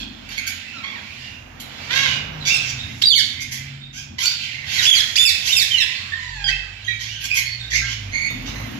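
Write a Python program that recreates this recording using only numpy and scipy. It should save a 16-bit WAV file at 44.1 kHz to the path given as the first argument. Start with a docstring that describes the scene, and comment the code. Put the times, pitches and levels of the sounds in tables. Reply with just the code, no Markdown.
"""Parrots in an echoing bird house, heard close by a phone held down into an open wooden nest box.
From the start an engine hums outside, the flock murmurs far down the hall, and birds further off chirp
hoarsely (frayed partials) and rasp (slapping clicks in air); low caws (partials) soon join them.
From 2.5 s near birds squeak in stepped whistles; around 6 s a long whine, also of partials, arches and slides down.
After 8.3 s fingers shift on the phone: dull scuffs with a thin scratch. Each bird rings in box and hall."""
import sys
import numpy as np
from scipy import signal
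from scipy.fft import rfft, irfft, next_fast_len
from scipy.io import wavfile
from scipy.ndimage import uniform_filter1d, minimum_filter1d

SR = 44100
rng = np.random.default_rng(int(sys.argv[2]) if len(sys.argv) > 2 else 0)


def makeup_ratio(level_db):
    """Linear amplitude ratio for a level in decibels (20 dB per factor of ten)."""
    decades = np.asarray(level_db, float) / 20
    return 10 ** decades


def store_wav(level_fs):
    """Save 16-bit WAV to argv[1]."""
    pcm = np.round(np.clip(np.atleast_2d(level_fs), -1, 1) * 32767)
    wavfile.write(sys.argv[1], SR, pcm.T.astype(np.int16))


N = 387638
T = np.arange(N) / SR  # time [s]

# engine outside: (time [s], firing rate [Hz], 1st, 2nd, 3rd order level [dB])
ENGINE = [(0.0, 47, -45, -54, -63), (0.83, 41.2, -69, -57, -56), (1.71, 44.4, -47, -52, -56),
          (2.05, 45.97, -60, -46, -41), (2.3, 52.67, -47, -51, -44), (2.5, 46.85, -50, -59, -39.5),
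          (2.89, 39.58, -57, -49, -44), (3.21, 40.1, -60, -63, -55), (3.57, 44.6, -62, -58, -41.5),
          (3.99, 46.85, -55.5, -57.5, -47), (5.58, 43.96, -76, -48, -61.5), (6.54, 45.5, -40, -46.5, -49.5),
          (6.88, 54.66, -51.5, -42, -74), (7.22, 55.94, -41, -41.5, -70), (7.56, 58.2, -49.5, -39.5, -75),
          (7.81, 60.24, -38.5, -36, -62), (8.22, 42.27, -44, -40, -49), (8.4, 37.4, -37, -43, -54),
          (8.64, 56.1, -32, -37, -47), (8.79, 62.4, -52, -44, -53)]
# rumble around the engine: (time [s], level near 100 Hz [dB], level near 250 Hz [dB])
RUMBLE = [(0.0, -43, -38.5), (0.3, -51, -52), (1.5, -47, -49), (1.64, -49.5, -41.5), (2.01, -42.5, -46),
          (2.45, -41, -45.5), (2.89, -35.5, -38), (3.21, -49, -55.5), (3.4, -42.5, -49), (4.05, -44.5, -52),
          (4.14, -37, -37.5), (4.22, -47, -57), (4.41, -48, -59), (4.77, -40, -51.5), (5.1, -44.5, -51.5),
          (6.7, -47, -59.5), (7.81, -42.5, -52.5), (8.2, -42, -50), (8.35, -41, -37.5), (8.6, -33.5, -42),
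          (8.79, -43.5, -28.5)]
# faint air in the hall: (time [s], level [dB])
AIR_LEVEL = [(0.0, -49.5), (1.4, -48), (2.18, -39), (2.89, -46), (3.21, -53.5), (4.41, -56.5), (4.8, -44.5),
             (5.6, -48.5), (6.44, -57.5), (7.6, -54.5), (8.1, -48), (8.79, -42)]
# colour of the faint air as heard, with a deep dip near 8.5 kHz: (frequency [Hz], gain [dB])
AIR_COLOUR = [(180, -25), (300, -2), (750, -2), (1220, -3), (1560, -1), (2880, -8), (6690, -24),
              (7630, -57), (8570, -69), (11200, -50), (15500, -46)]
# murmur of the flock far down the hall, before the hall: (time [s], level [dB], treble against body [dB])
FLOCK = [(0.0, -52, -1), (0.25, -41, -9), (0.46, -35.5, -14), (0.83, -40.5, -5), (1.25, -35.5, -7),
         (1.45, -62, 10), (1.61, -42, -9), (2.08, -26.5, -5), (2.25, -52, -3), (2.45, -33, -15),
         (2.89, -36.5, -3), (3.06, -55, 19), (3.25, -38.5, 5.5), (3.65, -40.5, -29), (4.06, -63.5, -40),
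         (4.41, -26.5, -7), (4.6, -40, -8), (4.75, -24.5, 6), (5.1, -32, 3), (5.73, -28.5, 2),
         (5.95, -30.5, -10), (6.3, -40, -13), (6.8, -41.5, -11), (7.07, -39, -8.5), (8.79, -39, -2)]
# fingers on the phone: (time [s], scuff level [dB], scratch level [dB], left minus right [dB])
FINGERS = [(8.304, -27, -53.5, -4), (8.423, -40, -66, -2), (8.478, -27.5, -65, -12), (8.546, -27, -61, -4),
           (8.599, -25.5, -59, -2), (8.66, -36, -62, -5), (8.713, -42, -63, -0.5), (8.743, -64, -85, 7)]
# rasping squawks, rough clicks at a shaky rate mixed with air, levels relative to each other:
# (time [s], swell [s], length [s], peak level [dB], treble [dB], top end [dB])
RASPS = [ (0.0, 0.001, 0.07, -30, -10, -23), (0.285, 0.032, 0.14, -34, -2, -15),
         (0.37, 0.01, 0.056, -29.5, -0.5, -10), (0.46, 0.016, .09, -28.5, 4.5, -9),
         (1.598, 0.0039, 0.048, -34.5, -1.5, -1), (1.7, 0.22, .18, -44, -5, -16),
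         (1.9, 0.064, 0.29, -22, 0, -17), (2.45, 0.027, 0.16, -19.5, 0, -17),
         (2.6, 0.11, 0.13, -30, 4.5, -17), (3.016, .008, .017, -10.5, -15, -16),
         (3.4, 0.03, 0.046, -28.5, 4, -7.5), (3.51, .014, .11, -31.5, 6, -4),
         (3.925, .055, 0.15, -33.5, 4.5, -16.5), (4.18, 0.039, 0.19, -23.5, -0.5, -11.5),
         (4.66, 0.065, 0.35, -25.5, -6, -19), (4.82, 0.061, 0.048, -10.5, 3, -17),
         (5.155, 0.0072, .025, -18, 6, -24), (5.44, 0.023, 0.31, -25.5, 4, -8.5),
         (6.47, .04, 0.053, -24, -3, -21), (6.99, 0.026, 0.18, -30.5, 0, -17),
         (7.2, 0.065, 0.078, -27.5, 1.5, -8), (7.34, 0.031, .11, -22.5, 3.5, -5),
         (7.7, 0.057, .14, -25.5, 3.5, -14.5), (7.84, 0.14, .11, -27.5, 0, -20),
         (8.455, 0.021, 0.089, -31, -1, -21), ]
# colour of the rasps and the flock's air as heard, weak from 8.5 kHz up: (frequency [Hz], gain [dB])
NOISE_COLOUR = [(410, -57), (700, -13), (1070, -20.5), (1270, -28.5), (1580, -2), (1740, -22), (2140, -3.5),
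                (2840, -3), (3410, -0.5), (4590, -2.5), (4960, -3), (6950, -2), (8550, -33.5), (10500, -43),
                (15500, -45.5)]
# long arching whine: (time [s], pitch [Hz], loudest partial [dB])
WHINE = [(5.7, 894, -46), (5.786, 1019, -51), (5.926, 1025, -47), (6.0, 1123, -59), (6.109, 1137, -56),
         (6.2, 1020, -42.5), (6.284, 953.6, -44), (6.39, 830.7, -42.5), (6.451, 783, -47.5),
         (6.52, 640, -62), (6.6, 500, -58.5), (6.721, 347, -56)]
# low caws of bigger birds: (slope [dB per higher partial], [(time [s], pitch [Hz], loudest partial [dB]), ..])
CAWS = [ (-4, [(0.735, 1420, -51), (0.75, 1410, -49), (0.8, 1250, -46)]), (-4, [(0.83, 1063, -38.5),
        (0.882, 1140, -44), (0.924, 1136, -42), (0.958, 963, -42), (1.0, 756, -52)]),
        (-1.53, [(1.89, 435.3, -39), (1.916, 498.7, -33), (1.952, 541.8, -28.5), (2.01, 550.7, -24.5),
        (2.05, 549, -33.5), (2.07, 500.6, -13.5)]), (-1, [(4.18, 993, -32), (4.19, 1013, -37),
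        (4.222, 1047, -46)]), (3.5, [(4.224, 1389, -32.5), (4.244, 1373, -32), (4.264, 1505, -31.5)]),
        (2.5, [(7.24, 1027, -38), (7.25, 1104, -33.5), (7.285, 1210, -61)]), ]
# hoarse chirps: (time [s], length [s], first pitch [Hz], last pitch [Hz], loudest partial [dB],
# slope [dB per higher partial])
CHIRPS = [ (0.0, 0.094, 3420, 3250, -41, -22), (0.288, 0.012, 2170, 2350, -39, 3.5),
          (0.31, 0.07, 4200, 3330, -43, -18), (0.374, 0.038, 2236, 2050, -32, 0.5),
          (0.465, 0.042, 2224, 2266, -34.5, 5), (0.5, 0.044, 2236, 1893, -49, -7),
          (0.66, 0.15, 2660, 2430, -44, -18), (1.2, 0.2, 2800, 2737, -47, -10),
          (1.615, 0.052, 3957, 3600, -47, -20), (2.07, .13, 2920, 2785, -30, -23),
          (2.4, 0.052, 3960, 3660, -37.5, -30), (2.455, 0.051, 2295, 2250, -31, -11),
          (2.53, 0.094, 3460, 3350, -37, -15), (2.57, .12, 2600, 2524, -34.5, -8),
          (2.32, .08, 5640, 5350, -60, -28), (2.78, .09, 3720, 3480, -37, -9),
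          (3.37, 0.09, 2090, 2123, -38.5, -11), (3.51, 0.069, 2050, 1970, -37.5, 2),
          (3.8, 0.12, 3650, 3630, -48, -28), (4.255, 0.068, 4440, 4740, -24.5, -12),
          (4.51, 0.16, 2100, 1987, -37.5, -4.5), (5.795, 0.053, 2738, 2474, -28.5, 3),
          (6.815, .023, 4110, 3400, -42.5, -24), (6.88, 0.087, 2354, 2220, -32, -15),
          (6.84, 0.13, 3200, 3224, -40.5, 3.5), (7.08, 0.16, 2700, 3100, -37.5, -1),
          (7.3, 0.075, 2438, 2473, -27, -3.5), (7.365, 0.063, 2194, 2019, -23.5, -1.5),
          (7.445, 0.12, 4340, 4350, -34, -25), (7.59, 0.069, 3720, 3685, -36.5, -4),
          (7.715, 0.096, 1976, 2188, -23, -2.5), (7.81, .08, 1577, 1560, -40, -25),
          (7.862, .088, 2737, 2967, -36.5, -1), (8.115, 0.18, 2121, 2196, -27.5, -1.5),
          (8.275, 0.098, 3670, 3465, -43.5, -23), (8.55, .1, 2030, 2010, -42, 0), ]
# near squeaks, one row per step of pitch, columns as for the chirps
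SQUEAKS = [ (2.48, 0.044, 1885, 2768, -28, -14), (2.52, 0.054, 2704, 2600, -30.5, -4.5),
           (3.018, 0.02, 980, 2270, -28, -2), (3.035, 0.014, 3540, 3920, -13, -17),
           (3.053, 0.056, 4676, 4330, -16.5, -8.5), (3.106, 0.04, 3640, 2865, -19, -9),
           (3.152, 0.063, 2354, 1427, -23.5, -2.5), (4.775, 0.046, 2112, 1590, -31, -9),
           (4.852, .01, 2018, 3260, -20, -5), (4.863, 0.08, 3415, 3016, -17.5, -5),
           (4.946, .064, 2470, 1628, -22.5, -2.5), (5.155, 0.029, 1393, 2978, -26, -3.5),
           (5.181, 0.065, 3400, 3542, -18, -3.5), (5.251, 0.064, 2710, 1728, -21, -2),
           (5.47, 0.055, 1652, 3030, -27.5, -3), (5.522, 0.036, 3640, 3510, -20, -4.5),
           (5.556, .089, 2786, 1545, -25, -1.5), (5.71, 0.078, 3188, 2720, -28, -25.5),
           (5.771, 0.071, 2124, 1613, -29, -5.5), (6.12, 0.046, 1760, 1842, -33.5, -27),
           (6.44, 0.064, 1634, 1552, -30.5, -6.5), (6.482, 0.0215, 1720, 2070, -31, -25),
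           (6.505, 0.063, 2581, 2602, -35, -16), (6.875, .045, 1927, 1866, -32, -16), ]
# what the open beak lets through of each partial: (frequency [Hz], gain [dB])
WHINE_BEAK = [(400, 5), (1000, -0.5), (1900, 8.5), (3000, -3), (4300, 3.5), (5500, -11), (7000, -3),
              (8500, -37), (15500, -61)]
CAW_BEAK = [(450, -17.5), (1000, -12), (1600, -0.5), (2200, 3.5), (2750, -4.5), (3400, 6), (4300, 1.5),
            (5500, -2.5), (7000, -5), (8500, -37), (15500, -64)]
CHIRP_BEAK = [(1500, 24), (2200, 5.5), (3300, 11), (4400, -2), (5500, -1), (6500, 0), (8000, -21),
              (10000, -33), (15500, -53)]
SQUEAK_BEAK = [(1000, -39), (1500, -20), (2100, -13.5), (2800, -4.5), (3500, -1.5), (4600, -1), (5500, -6),
               (6800, -9), (8000, -16.5), (10000, -27), (15500, -35.5)]
# ring of the hall: (frequency [Hz], time to fall 60 dB [s])
HALL = [(1000, 0.78), (3000, 0.6), (6000, 0.45), (12000, 0.31)]
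# the left microphone port is shadowed: (frequency [Hz], left minus right [dB])
LEFT_SHADOW = [(60, 0.5), (110, -2.5), (200, 6), (380, -0.5), (700, -10), (1290, -6.5), (2380, -11),
               (4400, -7.5), (8120, -2.5), (15000, -11)]
# overall tone, with a dip near 8.5 kHz and a cut above 15.5 kHz: (frequency [Hz], gain [dB])
OVERALL_TONE = [(7000, -0.5), (7900, 7), (8500, -4.5), (9300, 7.5), (10500, 14), (15300, 19), (15800, -51)]

UPPER_REGISTER_HZ, TOP_PARTIAL_HZ = 2950, 15500
RASP_START_DB, RASP_END_DB = -9, -15.5  # against the peak
RASP_BRIGHTENING = 0.47  # treble dB gained per dB of effort
BOX_ECHO_DB = -5  # against the direct sound
NEAR_LEFT_DB = -2  # the near birds sit to the right
CEILING_DB = -0.6  # against full scale


def shape(table, hz):
    """Read a (frequency [Hz], value) table on a log-frequency axis."""
    f, v = np.transpose(table)
    return np.interp(np.log(np.maximum(hz, 1)), np.log(f), v)


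def curve(table):
    """Columns of a (time [s], value, ..) table at every sample."""
    s, *columns = np.transpose(table)
    return [np.interp(T, s, c) for c in columns]


def colour(x, table, share=1):
    """Filter by a share of a (frequency [Hz], gain [dB]) table."""
    n = next_fast_len(x.shape[-1])
    gain_db = share * shape(table, np.arange(n // 2 + 1) * SR / n)
    return irfft(rfft(x, n) * makeup_ratio(gain_db), n)[..., :x.shape[-1]]


def unit(x):
    """Scale to rms 1."""
    return x / np.sqrt(np.mean(x ** 2))


def band(x, lo_hz, hi_hz):
    """Steep band-pass."""
    sos = signal.butter(3, [lo_hz, min(hi_hz, .45 * SR)], "bandpass", fs=SR, output="sos")
    return signal.sosfilt(sos, x)


def wobble(n, hz):
    """Smooth chance with spread 1, changing about hz times a second."""
    k = max(int(SR / hz), 1)
    noise = rng.standard_normal(n + 2 * k)
    return unit(uniform_filter1d(uniform_filter1d(noise, k), k))[:n]


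def span(rows, edge_s, fade_s):
    """Samples and columns of one call, and its soft edges."""
    s, *columns = np.transpose(rows)
    at = np.arange(int(s[0] * SR), min(int(s[-1] * SR), N))
    edge = np.clip(np.minimum((T[at] - s[0]) / edge_s, (s[-1] - T[at]) / fade_s), 0, 1)
    return at, [np.interp(T[at], s, c) for c in columns], edge


def notes(table, linger, arch, peak_at, start_db, end_db):
    """Each note slides over a slight arch, lingering at its high end, while its level swells and sags."""
    u = np.linspace(0, 1, num=9)
    swell_db = np.interp(u, [0, np.clip(peak_at, .05, .95), 1], [start_db, 0, end_db])
    out = []
    for s, length, hz, end_hz, db, slope_db in table:
        low, high = sorted((hz, end_hz))
        if low > UPPER_REGISTER_HZ:
            power = linger
        else:
            power = 2.2 if hz < end_hz else 1.05
        down = (u if hz > end_hz else 1 - u) ** power
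        pitch = high - (high - low) * down + arch * hz * np.sin(np.pi * u)
        out.append(np.transpose([s + u * length, pitch, db + swell_db, slope_db + 0 * u]))
    return out


def voices(calls, beak, jitter, jitter_hz, flutter_db, burr, edge_s):
    """Stacks of partials on a shaky pitch (jitter: a fraction); they fall by a slope and take the beak's colour."""
    out = np.zeros(N)
    for rows in calls:
        at, (hz, db, slope_db), edge = span(rows, edge_s, edge_s)
        phase = 2 * np.pi * np.cumsum(hz * (1 + jitter * wobble(len(at), jitter_hz))) / SR
        size = np.sqrt(2) * edge * makeup_ratio(flutter_db * wobble(len(at), 180))
        # a second, slower vibration beats against the note and frays each partial
        burr_hz = 190 * (1 + 0.272 * wobble(len(at), 60))
        size *= 1 + burr * np.sin(2 * np.pi * np.cumsum(burr_hz) / SR)
        k = np.arange(1, int(TOP_PARTIAL_HZ / hz.min()) + 1)[:, None]
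        partial_db = slope_db * k + shape(beak, k * hz)
        partial_size = makeup_ratio(partial_db - partial_db.max(axis=0)) * (k * hz < TOP_PARTIAL_HZ)
        stack = partial_size * np.sin(k * phase + k * k)  # k * k scatters the phases
        out[at] += size * makeup_ratio(db) * stack.sum(axis=0)
    return out


def noisy_voice(x, treble_db, top_db):
    """Colour of the noisy voices, with the treble and the top end set against the body."""
    x = unit(colour(x, NOISE_COLOUR))
    treble, top = band(x, 4470, 8400), band(x, 9180, 13670)
    return x - treble - top + makeup_ratio(treble_db) * unit(treble) + makeup_ratio(top_db) * unit(top)


def hall(x, direct_db, tail_db):
    """Each port gets the direct sound, quick box echoes and its own decaying tail, shorter in the treble."""
    t = T[:SR]
    edges = 500 * np.sqrt(2) ** np.arange(12)
    reply = []
    for port in range(2):
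        tail = sum(band(rng.standard_normal(SR), lo, hi) * makeup_ratio(-60 * t / shape(HALL, lo))
                   for lo, hi in zip(edges, edges[1:]))
        tail *= np.clip(t / 0.0041, 0, 1)
        early = rng.standard_normal(SR) * np.exp(-t / 0.019)
        h = (makeup_ratio(tail_db) * unit(tail) + makeup_ratio(direct_db + BOX_ECHO_DB) * unit(early)) / np.sqrt(SR)
        h[port * 30] += makeup_ratio(direct_db)  # the direct sound is 30 samples later on the right
        reply.append(h)
    return signal.fftconvolve(x[None], np.array(reply), axes=1)[:, :N]


def hall_air():
    """Faint air: coloured noise, separate at each port, its level wavering."""
    air_db, = curve(AIR_LEVEL)
    air = unit(colour(rng.standard_normal((2, N)), AIR_COLOUR))
    return makeup_ratio(air_db + 1.44 * wobble(N, 6.1)) * air


def rumble():
    """Two low noise bands, mostly alike at both ports, with a smaller part in opposite sign."""
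    low_db, thrum_db = curve(RUMBLE)
    noise = rng.standard_normal((4, N))
    sign = np.array([[1], [-1]])
    low = unit(band(noise[0], 67.6, 139.3)) + 0.12 * sign * unit(band(noise[1], 55, 120))
    thrum = unit(band(band(noise[2], 201, 348), 125, 261))
    thrum_side = unit(band(band(noise[3], 184, 375), 110, 364))
    thrum = thrum + 0.52 * sign * thrum_side
    return makeup_ratio(low_db + 1.8 * wobble(N, 2.2)) * low + makeup_ratio(thrum_db + 2.46 * wobble(N, 4.8)) * thrum


def engine():
    """Three orders of a wavering firing rate, alike at both ports."""
    hz, *order_db = curve(ENGINE)
    phase = 2 * np.pi * np.cumsum(hz * (1 + 0.01577 * wobble(N, 11.0))) / SR
    orders = [makeup_ratio(db + 3.7 * wobble(N, 6.76)) * np.sin(k * phase) for k, db in enumerate(order_db, 1)]
    return np.sqrt(2) * sum(orders)


def flock():
    """Many short faint chirps at chance pitches, run together with air."""
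    db, treble_db = curve(FLOCK)
    chatter = 0
    for _ in range(9):
        hz = 2600 * makeup_ratio(2.2 * wobble(N, 14))
        phase = 2 * np.pi * np.cumsum(hz * (1 + 0.033 * wobble(N, 500))) / SR
        chatter = chatter + makeup_ratio(5 * wobble(N, 14)) * (np.sin(phase) + .3 * np.sin(2 * phase))
    # distance dulls the top end most
    air = noisy_voice(rng.standard_normal(N), treble_db, top_db=treble_db - 13.5)
    return makeup_ratio(db) * (air + 1.37 * unit(band(chatter, 1040, 5500)))


def fingers():
    """Each shift is a dull scuff through the case with a thin scratch on top."""
    dull = unit(band(rng.standard_normal((2, N)), 230, 1460))
    thin = unit(band(rng.standard_normal((2, N)), 4996, 15610))
    out = np.zeros((2, N))
    for s, scuff_db, scratch_db, pan_db in FINGERS:
        age = np.clip(T - s, 0, 1)
        swell = age / 0.021 * np.exp(1 - age / 0.0028) + 0.37 * (age > 0) * np.exp(-age / 0.075)
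        pan = makeup_ratio(np.array([[pan_db], [-pan_db]]) / 2)
        out += swell * pan * (makeup_ratio(scuff_db) * 0.44 * dull + makeup_ratio(scratch_db) * thin)
    return out


def rasps():
    """The membrane slaps at a shaky, sliding rate of its own in each squawk: streaky clicks mixed with air."""
    gain, treble_db, top_db, hz = np.zeros((4, N))
    for s, swell_s, length, db, high_db, highest_db in RASPS:
        start, slide = rng.standard_normal(2)
        rows = [(s, RASP_START_DB), (s + min(swell_s, .95 * length), 0), (s + length, RASP_END_DB)]
        at, (effort_db,), edge = span(rows, edge_s=0.11 * swell_s, fade_s=0.025)
        gain[at] = edge * makeup_ratio(db + effort_db)
        treble_db[at] = high_db + RASP_BRIGHTENING * effort_db
        top_db[at] = highest_db + RASP_BRIGHTENING * effort_db
        hz[at] = 950 * makeup_ratio(1.5 * start + (8 + 6 * slide) * (T[at] - T[at[0]]))
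    turns = np.cumsum(hz * (1 + .04 * wobble(N, 39.36) + 0.0524 * wobble(N, 860))) / SR
    # a smooth narrow pulse once a turn, each of uneven size
    slaps = np.exp(9 * np.cos(2 * np.pi * turns) - 9) * makeup_ratio(1.0 * wobble(N, 490))
    clicks = unit(band(np.diff(slaps, prepend=0), 770, 17000))
    return gain * noisy_voice(0.68 * clicks + rng.standard_normal(N), treble_db, top_db)


def whine():
    """One long call whose partials are set by the beak alone, with hardly any burr."""
    call = [row + (0,) for row in WHINE]
    return voices([call], WHINE_BEAK, jitter=0.0018, jitter_hz=304, flutter_db=3.5, burr=0.088, edge_s=0.013)


def caws():
    """Low gliding pitches of bigger birds, roughened by a strong burr."""
    calls = [[row + (slope_db,) for row in caw] for slope_db, caw in CAWS]
    return voices(calls, CAW_BEAK, jitter=0.002, jitter_hz=300, flutter_db=4.5, burr=0.42, edge_s=0.0047)


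def chirps():
    """Short slides made hoarse by a very shaky pitch and a deep burr."""
    calls = notes(CHIRPS, linger=1.72, arch=0.0158, peak_at=0.18, start_db=-9, end_db=-8)
    return voices(calls, CHIRP_BEAK, jitter=0.016, jitter_hz=500, flutter_db=3.5, burr=0.65, edge_s=0.0048)


def squeaks():
    """Clear whistles stepping in pitch, with little jitter or burr."""
    calls = notes(SQUEAKS, linger=2.95, arch=0.00625, peak_at=0.32, start_db=-2, end_db=-4.5)
    return voices(calls, SQUEAK_BEAK, jitter=0.003, jitter_hz=407.0, flutter_db=4.0, burr=0.065, edge_s=0.0028)


def scene():
    """Place each bird by its balance of direct sound and hall; engine, rumble, air and fingers bypass the hall."""
    heard = hall_air() + rumble() + engine()
    heard += hall(flock(), direct_db=-30, tail_db=-7.5)
    heard += hall(chirps() + makeup_ratio(-5) * rasps(), direct_db=1.5, tail_db=-1.0)
    heard += hall(whine(), direct_db=-1.0, tail_db=-1)
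    heard += hall(caws(), direct_db=-0.5, tail_db=-2.5)
    heard += hall(squeaks(), direct_db=6.0, tail_db=2.5) * makeup_ratio(np.array([[NEAR_LEFT_DB], [0]]))
    # about half the port difference goes to each side
    left = colour(heard[0], LEFT_SHADOW, share=0.49)
    right = colour(heard[1], LEFT_SHADOW, share=-0.52)
    return np.array([left, right]) + fingers()


def roll_off(x):
    """The treble ends steeply here."""
    return signal.sosfilt(signal.butter(12, 15680, fs=SR, output="sos"), x)


def record(dry):
    """Overall tone, then a limiter that looks a few ms ahead and holds the peaks under full scale."""
    x, top = colour(dry, OVERALL_TONE), makeup_ratio(CEILING_DB)
    room = minimum_filter1d(top / np.maximum(np.abs(x).max(axis=0), top), size=441)
    mix = x * uniform_filter1d(room, size=220)
    return roll_off(mix)


dry = scene()
out = record(dry)
store_wav(out)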